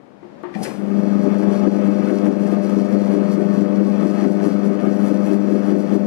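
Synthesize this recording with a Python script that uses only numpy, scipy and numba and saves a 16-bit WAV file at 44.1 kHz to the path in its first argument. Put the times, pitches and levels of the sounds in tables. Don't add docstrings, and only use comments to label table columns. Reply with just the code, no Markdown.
import sys
import numpy as np
from scipy import signal
from scipy.fft import rfft, irfft, next_fast_len
from scipy.io import wavfile
from scipy.ndimage import uniform_filter1d
from numba import njit

SR = 44100
rng = np.random.default_rng(int(sys.argv[2]) if len(sys.argv) > 2 else 0)


def generate_wav(signal):
    frames = np.transpose(np.atleast_2d(signal))
    scaled = np.clip(frames, -1, 1) * 32767
    pcm = np.round(scaled).astype(np.int16)
    wavfile.write(sys.argv[1], SR, pcm)


N = 267412
STEP = 4
PULL_HZ, PULL_START = 99.78, .404
SHAFT_HZ = 24.74

# pitch in Hz, level in dB.
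LEFT_BACKGROUND_TONE = [(25, -53.5), (60, -23), (100, -18), (135, -8.5), (200, -4), (320, -5), (600, -9),
                        (1000, -18), (2100, -27.5), (5000, -44.5), (14000, -63)]
RIGHT_BACKGROUND_TONE = [(30, -5), (100, -3.5), (220, 1), (500, -6.5), (1000, -12), (2000, -17.5),
                         (3000, -23), (5000, -24.5), (9000, -41), (11800, -45), (12300, -51)]
TAP_TONE = [(300, -17), (650, -14), (950, 0), (1250, -1), (1600, -9), (1900, -5), (2300, -17), (4000, -25),
            (8000, -64)]
FLOUR_TONE = [(2500, 4), (4000, 1), (5000, 6.5), (7000, 0.5), (9000, 2), (11500, 0), (13000, -10.5),
              (15000, -11)]
SWITCH_TONE = [(900, -15), (1500, -7), (1750, 0), (2020, 2.5), (2200, -13), (2400, 1), (2800, -12),
               (3500, -13.5), (6000, -23), (9000, -42), (12000, -68)]
WHIRR_TONE = [(30, -26), (90, -12), (200, -11.5), (380, 1.5), (450, 0), (900, -10.5), (1600, -16),
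              (3000, -27), (3900, -29.5), (5000, -62)]
BUZZ_TONE = [(3000, -5.5), (3800, -4.5), (4200, -2.5), (4450, 1.5), (4700, 0), (5200, -3.5), (5500, -0.5),
             (5760, -3), (5950, -1), (6350, -5), (6550, -5.5), (7500, -9.5), (8900, -11), (10100, -11),
             (10800, -9.5), (12000, -12), (12800, -20), (15000, -23)]
CLACK_TONE = [(400, -22.5), (650, 0), (1250, 0), (2200, -8), (3200, -21.5), (5000, -39)]
# pitch in Hz, gain in dB.
LEFT_MIC = [(3000, 0), (3450, -1), (3600, -1), (3700, -8), (3900, -5), (4100, 1.5), (4400, 0.5)]
RIGHT_MIC = [(2000, -30), (3300, -10), (4000, 4), (10700, -2.5), (11200, -22.5), (11900, -9), (12300, -30),
             (15000, -34)]
RIGHT_ONLY = [(3000, -1), (4500, -5), (6500, -2), (8000, 1), (11000, 2), (12000, 3)]
# pitch in Hz, level in dB, ring time in seconds.
BOWL_NOTES = [(353, 3.5, 0.26), (324, -4, 0.17), (660, -5, 0.1), (914, -1, 0.21), (1132, -9, 0.19),
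              (1175, -14, 1), (1485, -14, 0.13), (1860, -16, 0.15)]
COUNTER_NOTES = [(205.5, -3.5, 0.18), (194.6, -13.5, 0.27), (308, -14, 0.15), (448.6, -15.5, 0.12),
                 (544, -17, 0.1), (623, -11, 0.061), (753, -12, 0.15), (840, -19, 0.15), (1000, -27, 0.063)]
KNOCK_NOTES = [(247, -3, 0.015), (310, -8.5, 0.04), (420, -5, 0.016), (45, -23.5, 0.062)]
# pitch in Hz, width in Hz, level in dB.
CASING_BANDS = [(105.1, 15, -20.5), (179.1, 16, 1.5), (206.6, 17, 1.5), (258.6, 32, -2), (306.8, 31.6, -1),
                (355.3, 18, -2.5), (390.2, 43, -6.5), (423, 24, -13), (466, 13, -13), (486, 16, -8),
                (514.5, 14, -4), (590, 25, -9), (626, 104, -14.5), (746, 40, -20.5), (841, 58, -16.5),
                (1114, 28, -19), (1228, 50, -17), (1278, 17, -15.5), (1645, 31, -25), (1815, 36, -23.5),
                (2210, 130, -30.5), (2605, 66, -31), (2970, 70, -38.5), (3260, 55, -35.5), (3460, 200, -42)]
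SHEET_BANDS = [(4455, 40, -2), (5510, 260, 0), (6520, 200, -8), (8950, 250, -11), (10800, 350, -10)]
# time in seconds, then mixer, left and right background levels in dB.
FADE = [(0, -58, -43, -61), (.2, -42, -41.5, -55), (.4, -50, -35.5, -50.5), (.55, -35, -36, -48),
        (0.679, -37, -25.5, -55.5), (0.751, -13, -30, -58.5), (.85, -5.5, -34, -60), (0.971, 0, -47, -54.5),
        (6.06, -1, -55.5, -55.5)]
# start in seconds, level in dB, brightness from 0 to 1.
TAPS = [(0.227, -32, 0.37), (.4335, -27, 1), (.4503, -28, 0.3), (0.507, -36, 0.1)]
# time in seconds, level in dB.
FLOUR_RUSH = [(.5, -82), (.55, -58), (.61, -51), (.625, -42), (.635, -29.5), (.655, -38), (.7, -45),
              (.78, -54.5), (.9, -66.5)]
# start in seconds, level in dB, ring time in seconds.
CLICKS = [(0.538, -35.5, 0.2), (0.55, -31, 0.032), (.57, -36, 0.035), (0.649, -25, 0.053),
          (0.659, -26, 0.053), (0.691, -39, 0.38)]
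# start in seconds, level in dB.
JOLTS = [(.555, -11), (.584, -17.5), (.606, -10), (.63, -19.5), (.680, -30.5)]
CLACKS = [(0.988, -27), (1.196, -32), (1.428, -20.5), (1.929, -35), (2.096, -22), (2.259, -23),
          (2.398, -33), (2.547, -33), (2.641, -30), (2.719, -29), (2.898, -29), (3.099, -26), (3.251, -34),
          (3.317, -33), (3.518, -31), (3.651, -30), (3.769, -28), (4.241, -19), (4.399, -22), (4.421, -29),
          (4.505, -29), (4.56, -26), (4.791, -27), (4.849, -24), (4.933, -29), (4.994, -26), (5.082, -27),
          (5.475, -28), (5.556, -32), (5.692, -26), (5.949, -33)]
KNOCKS = [(1.674, 0), (1.882, -15), (2.283, -23), (2.524, -21), (2.774, -19), (2.930, -10), (3.336, -18),
          (3.616, -12), (4.267, -8), (4.468, -14), (4.869, -2), (5.109, -16), (5.482, -11), (5.721, -19),
          (5.961, -24)]
SHAFT_TONES_DB = [-35.5, -47.5, -23.5, 2, -8.5, -37, -29, -7.5, -13.5, -38, -24, -10.5, -39.5, -37, -29,
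                  -16, -35, -26.5, -30.5, -12.5, -47, -40, -55, -22.5, -43, -41.5, -40, -36.5, -40, -37.5,
                  -52, -34, -49.5, -43, -52.5, -34.5]
PULL_TONES_DB = [-36, -43.5, -38.5, -50.5, -33.5, -44, -52, -44.5, -42, -41.5, -54.5, -44.5, -58.5, -42.5,
                 -52, -41.5, -47.5]
# time in seconds, then hum, whirr and buzz levels in dB.
RUNNING = [(1.0, -21.5, -44, -59.5), (1.63, -21.5, -44.5, -52), (2.26, -22.5, -45.5, -56),
           (2.9, -21.5, -44.5, -52), (3.53, -21.5, -43.5, -56.5), (4.16, -21.5, -46, -58.5),
           (4.79, -23, -44.5, -58), (5.43, -21, -44.5, -58.5), (6.06, -23, -47, -58)]
# time in seconds, rise in dB.
TOP_SWELLS = [(1.046, 0.5), (1.305, 1), (1.43, 1), (1.535, 2.5), (1.665, -2), (1.745, 0), (1.867, 5),
              (2.078, 3), (2.267, 7), (2.437, 3), (2.517, 5), (2.638, 4), (2.717, 4), (2.918, 3), (3.0, -1),
              (3.118, 7), (3.329, 5), (3.405, 5.5), (3.609, 2), (3.769, 1), (3.89, 2.5), (4.051, 6),
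              (4.252, 2), (4.332, 4), (4.461, 9), (4.671, 7), (4.854, 7), (4.974, 6), (5.062, 6),
              (5.105, 3.5), (5.264, 8), (5.353, 6.5), (5.549, 4), (5.682, 6), (5.785, 5), (5.954, 6.5)]
# time in seconds, then load, thump and hum swing in dB,
# how early the gears strain in seconds, then whirr rise and buzz rise in dB.
STROKES = [(1.064, -2.5, 9, -0.5, 0.013, -1.5, 3), (1.267, 6.5, 5.5, -1, -0.068, 4, 1),
           (1.489, 5, 4.5, 2, -0.055, 5, 1.5), (1.676, 3.5, 16.5, 1.5, 0.023, 4, 0.5),
           (1.889, -8, 18, 4.5, 0.0065, 3.5, -1), (2.117, 11.5, 1, -1, 0.039, 5, 1.5),
           (2.29, 10, -1, 4, 0.013, 5.5, 2.5), (2.526, -6, 21.5, 3.5, -0.012, 4, 1),
           (2.77, -2, 15, 1, 0.038, 3, 0.5), (2.956, 6, 12, 4, 0.018, 3, 0),
           (3.18, 9.5, 1, -0.5, 0.039, 3, 0), (3.399, 10, -1, 0, 0.092, 2.5, 2.5),
           (3.613, 11.5, -2, 0.5, 0.016, 1, 4), (3.806, 2.5, 15, 3, -0.041, .5, 2.5),
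           (4.057, 14.5, -3, 0, 0.011, 5, 2.5), (4.253, 7, 11, 0, 0.029, 8.5, 8),
           (4.463, 12.5, 3.5, 0.5, -0.04, 4.5, 5.5), (4.679, 9.5, -3, 2.5, -0.02, 2, 3.5),
           (4.872, 11, 4, 4, -0.0025, 5, 2.5), (5.108, 11, 9, -4.5, 0.027, 5, 5.5),
           (5.314, 12.5, -1, -1.5, -0.0025, 4.5, 4.5), (5.534, 13.5, -5, .5, -0.0014, 1.5, 3.5),
           (5.743, 13, 0, 1, 0.025, 5, 4), (5.953, 11.5, 7.5, 6.5, 0.014, 6, 4.5)]


def undb(db):
    return 10 ** (np.asarray(db) / 20)


def unit(x):
    return x / np.sqrt(np.mean(x ** 2))


def curves(t, table):
    times, *columns = np.transpose(table)
    return [np.interp(t, times, column) for column in columns]


def colour(x, points, turn=1):
    hz, db = np.transpose(points)
    size = next_fast_len(N)
    freqs = np.arange(size // 2 + 1) * SR / size + 1
    gain = undb(np.interp(np.log(freqs), np.log(hz), db))
    return irfft(rfft(x, size) * gain * turn, size)[:N]


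def noise(tone):
    return unit(colour(rng.standard_normal(N), tone))


def wander(rate, step=1):
    held = np.repeat(rng.standard_normal(int(N / SR * rate) + 2), 16)
    smooth = 1.3 * uniform_filter1d(uniform_filter1d(held, 16), 16)
    return np.interp(np.arange(0, N, step) / SR * rate * 16, np.arange(len(smooth)), smooth)


def ring(x, hz, width, rate=SR):
    b, a = signal.iirpeak(hz, hz / width, rate)
    return unit(signal.lfilter(b, a, signal.lfilter(b, a, x)))


def burst(start_s, db, rise_s, ring_s):
    out, i, t = np.zeros(N), int(start_s * SR), np.arange(SR // 2) / SR
    shape = (1 - np.exp(-t / rise_s)) * np.exp(-np.log(1000) * t / ring_s)
    out[i:i + len(t)] = undb(db) * shape[:N - i]
    return out


def bumps(t, peaks_s, heights_db, rise_s, fall_s):
    since = t[::64, None] - peaks_s
    bells = np.exp(-(since / np.where(since < 0, rise_s, fall_s)) ** 2 / 2)
    return np.interp(t, t[::64], bells @ heights_db)


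def strike(blows, notes, contact_s):
    out, t = np.zeros(N + SR), np.arange(SR // 2) / SR
    hz, note_db, ring_s = np.transpose(notes)[:, :, None]
    swell = (1 - np.exp(-t / contact_s)) ** 2
    rings = swell * np.exp(-np.log(1000) * t / ring_s) * np.sin(2 * np.pi * hz * t)
    for s, db, *bright in blows:
        dull_db = -12 * (1 - bright[0]) * np.log2(hz / hz[0]) if bright else 0
        out[int(s * SR):int(s * SR) + len(t)] += undb(db + note_db + dull_db)[:, 0] @ rings
    return out[:N]


def background(tone, flicker_hz):
    return undb(wander(flicker_hz)) * noise(tone)


def bowl_taps():
    rattle = sum(bright * burst(s, db - 8, rise_s=.001, ring_s=.37) for s, db, bright in TAPS)
    tick = sum(bright ** 4 * burst(s - .0015, db - 17, .0002, .006) for s, db, bright in TAPS)
    notes = strike(TAPS, BOWL_NOTES, contact_s=.001)
    return notes + rattle * noise(TAP_TONE) + tick * rng.standard_normal(N)


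def flour(t):
    return undb(np.interp(t, *np.transpose(FLOUR_RUSH))) * noise(FLOUR_TONE)


def switch():
    return sum(burst(s, db, .0012, ring_s) for s, db, ring_s in CLICKS) * noise(SWITCH_TONE)


def jolts():
    return colour(strike(JOLTS, COUNTER_NOTES, contact_s=.00085), [(100, -14), (170, 0)])


def motor_hum(t, hum_db, load_db):
    steady_db = hum_db.mean()
    belt = undb(-33) * np.sin(2 * np.pi * 105.82 * t)
    gear = undb(-25 + 3.8 * wander(7.6, STEP)) * np.sin(2 * np.pi * 516.86 * t)
    out = undb(steady_db) * (belt + gear)
    pulls, turns = PULL_START + PULL_HZ * t, .37 + SHAFT_HZ * t
    late_db = -6 * np.clip((1.3 - t) / .5, 0, 1)
    tones = list(enumerate(SHAFT_TONES_DB, start=5))
    tones += [(4 * k, db) for k, db in enumerate(PULL_TONES_DB, start=11)]
    for k, db in tones:
        multiple, side = (k + 1) // 4, (k + 1) % 4 - 1
        load_share = .85 if k < 15 else .65 if k < 18 else .12
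        drive_db = hum_db if k < 10 else steady_db + load_share * load_db + (k > 18) * late_db
        waver_db = (.4 if k == 8 else .8 if k in (9, 24) else 1.1 if k < 18 else 2.4) * wander(11, STEP)
        casing_lag = .458 * multiple ** 2
        cycles = multiple * pulls + casing_lag + side * turns
        wobble = (.24 if k < 40 else .9) * waver_db[::-1]
        out += undb(db + drive_db + waver_db) * np.cos(2 * np.pi * cycles + wobble)
    return np.sqrt(2) * out


def casing_rumble(load_db, whirr_db, pulses):
    out = 0
    for hz, width, db in CASING_BANDS:
        drive_db = .53 * load_db if 230 < hz < 450 else .26 * (load_db + whirr_db) if hz < 750 else whirr_db
        band = ring(rng.standard_normal(len(load_db)), hz, width, SR / STEP)
        if hz > 750:
            band *= 1 + .3 * (pulses - pulses.mean())
        out += band * undb(db + 10 * np.log10(width / 30) + drive_db + 1.4 * wander(15, STEP))
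    return undb(-25.5) * out


def gear_whirr(whirr_db, pulses):
    return undb(-28 + whirr_db + .65 * wander(18)) * (.61 + .63 * pulses) * noise(WHIRR_TONE)


def rattle_pulses(t):
    pulls = 1 + PULL_START + PULL_HZ * t - .45
    strength = undb(2.2 * rng.standard_normal(int(pulls[-1]) + 9))[pulls.astype(int)]
    decay = np.exp(-(pulls % 1) / .2)
    return unit(.5 + uniform_filter1d(strength * decay, size=130))


def sheet_buzz(pulses, buzz_db, top_db):
    shaking = pulses * rng.standard_normal(N)
    ringing = sum(undb(db) * ring(shaking, hz, width) for hz, width, db in SHEET_BANDS)
    rattle = unit(unit(colour(shaking, BUZZ_TONE)) + undb(-15) * unit(ringing))
    top = signal.sosfiltfilt(signal.butter(2, 7340, "high", fs=SR, output="sos"), rattle)
    return undb(3 + buzz_db + .075 * top_db) * (rattle + (undb(top_db) - 1) * top)


def drive_clacks():
    return sum(burst(s, db - 6.5, rise_s=.0015, ring_s=.083) for s, db in CLACKS) * noise(CLACK_TONE)


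def paddle(t):
    hum_db, whirr_db, buzz_db = curves(t, RUNNING)
    s, load, thump, swing, lead, whirr_rise, buzz_rise = np.transpose(STROKES)
    hum_db -= bumps(t, s - .073, swing, .019, .019)
    hum_db += bumps(t, s - .016, swing, .019, .019)
    load_db = -30.5 + bumps(t, s, load, .026, .026) + bumps(t, s, thump, .0042, .013)
    whirr_db += bumps(t, s - lead - .012, whirr_rise, rise_s=.058, fall_s=.027)
    buzz_db += bumps(t, s - lead, buzz_rise, rise_s=.15, fall_s=.042)
    normal_load_db, normal_whirr_db = -27, -39.5
    return hum_db, load_db - normal_load_db, whirr_db - normal_whirr_db, buzz_db


def paddle_knocks():
    return strike(KNOCKS, KNOCK_NOTES, contact_s=.0012)


def scene():
    t = np.arange(N) / SR
    mixer_gain, left_noise_gain, right_noise_gain = undb(curves(t, FADE))
    hum_db, load_db, whirr_db, buzz_db = paddle(t)
    pulses = rattle_pulses(t)
    hum = undb(5) * motor_hum(t[::STEP], hum_db[::STEP], load_db[::STEP])
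    rumble = casing_rumble(load_db[::STEP], whirr_db[::STEP], pulses[::STEP])
    machine = signal.resample_poly(hum + rumble, STEP, 1)[:N] + gear_whirr(whirr_db, pulses)
    body = mixer_gain * machine + bowl_taps() + switch() + jolts() + drive_clacks() + paddle_knocks()
    top_db = -2 + bumps(t, *np.transpose(TOP_SWELLS), .027, .027) + .7 * wander(19)
    scrapes = undb(1.5 * wander(45))
    treble, right_treble = (mixer_gain * sheet_buzz(scrapes * pulses, buzz_db, top_db) + flour(t)
                            for _ in range(2))
    left = colour(body + treble, LEFT_MIC)
    left += left_noise_gain * background(LEFT_BACKGROUND_TONE, flicker_hz=9.1)
    right = undb(-4.5) * colour(treble + colour(right_treble, RIGHT_ONLY), RIGHT_MIC, turn=1j)
    right += colour(body, [(150, -44.5), (300, -44.5), (600, -70)], turn=-1j)
    right += right_noise_gain * background(RIGHT_BACKGROUND_TONE, flicker_hz=30)
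    return np.array([left, right])


@njit
def limiter(x, limit, attack_s, release_s):
    rise, fall = 1 / (attack_s * SR), np.exp(-1 / (release_s * SR))
    out, level = np.empty(len(x)), 0.
    for i in range(len(x)):
        level = level + rise * (abs(x[i]) - level) if abs(x[i]) > level else level * fall
        out[i] = x[i] * limit / max(level, limit)
    return out


def record(dry):
    thin = signal.sosfilt(signal.butter(2, 70, "high", fs=SR, output="sos"), dry)
    limited = np.array([limiter(x, limit=.44, attack_s=.0022, release_s=.077) for x in thin])
    rounded = limited / (1 + (limited / .82) ** 8) ** (1 / 8)
    return signal.sosfilt(signal.ellip(8, .2, 70, 15100, fs=SR, output="sos"), rounded)


dry = scene()
out = record(dry)
generate_wav(out)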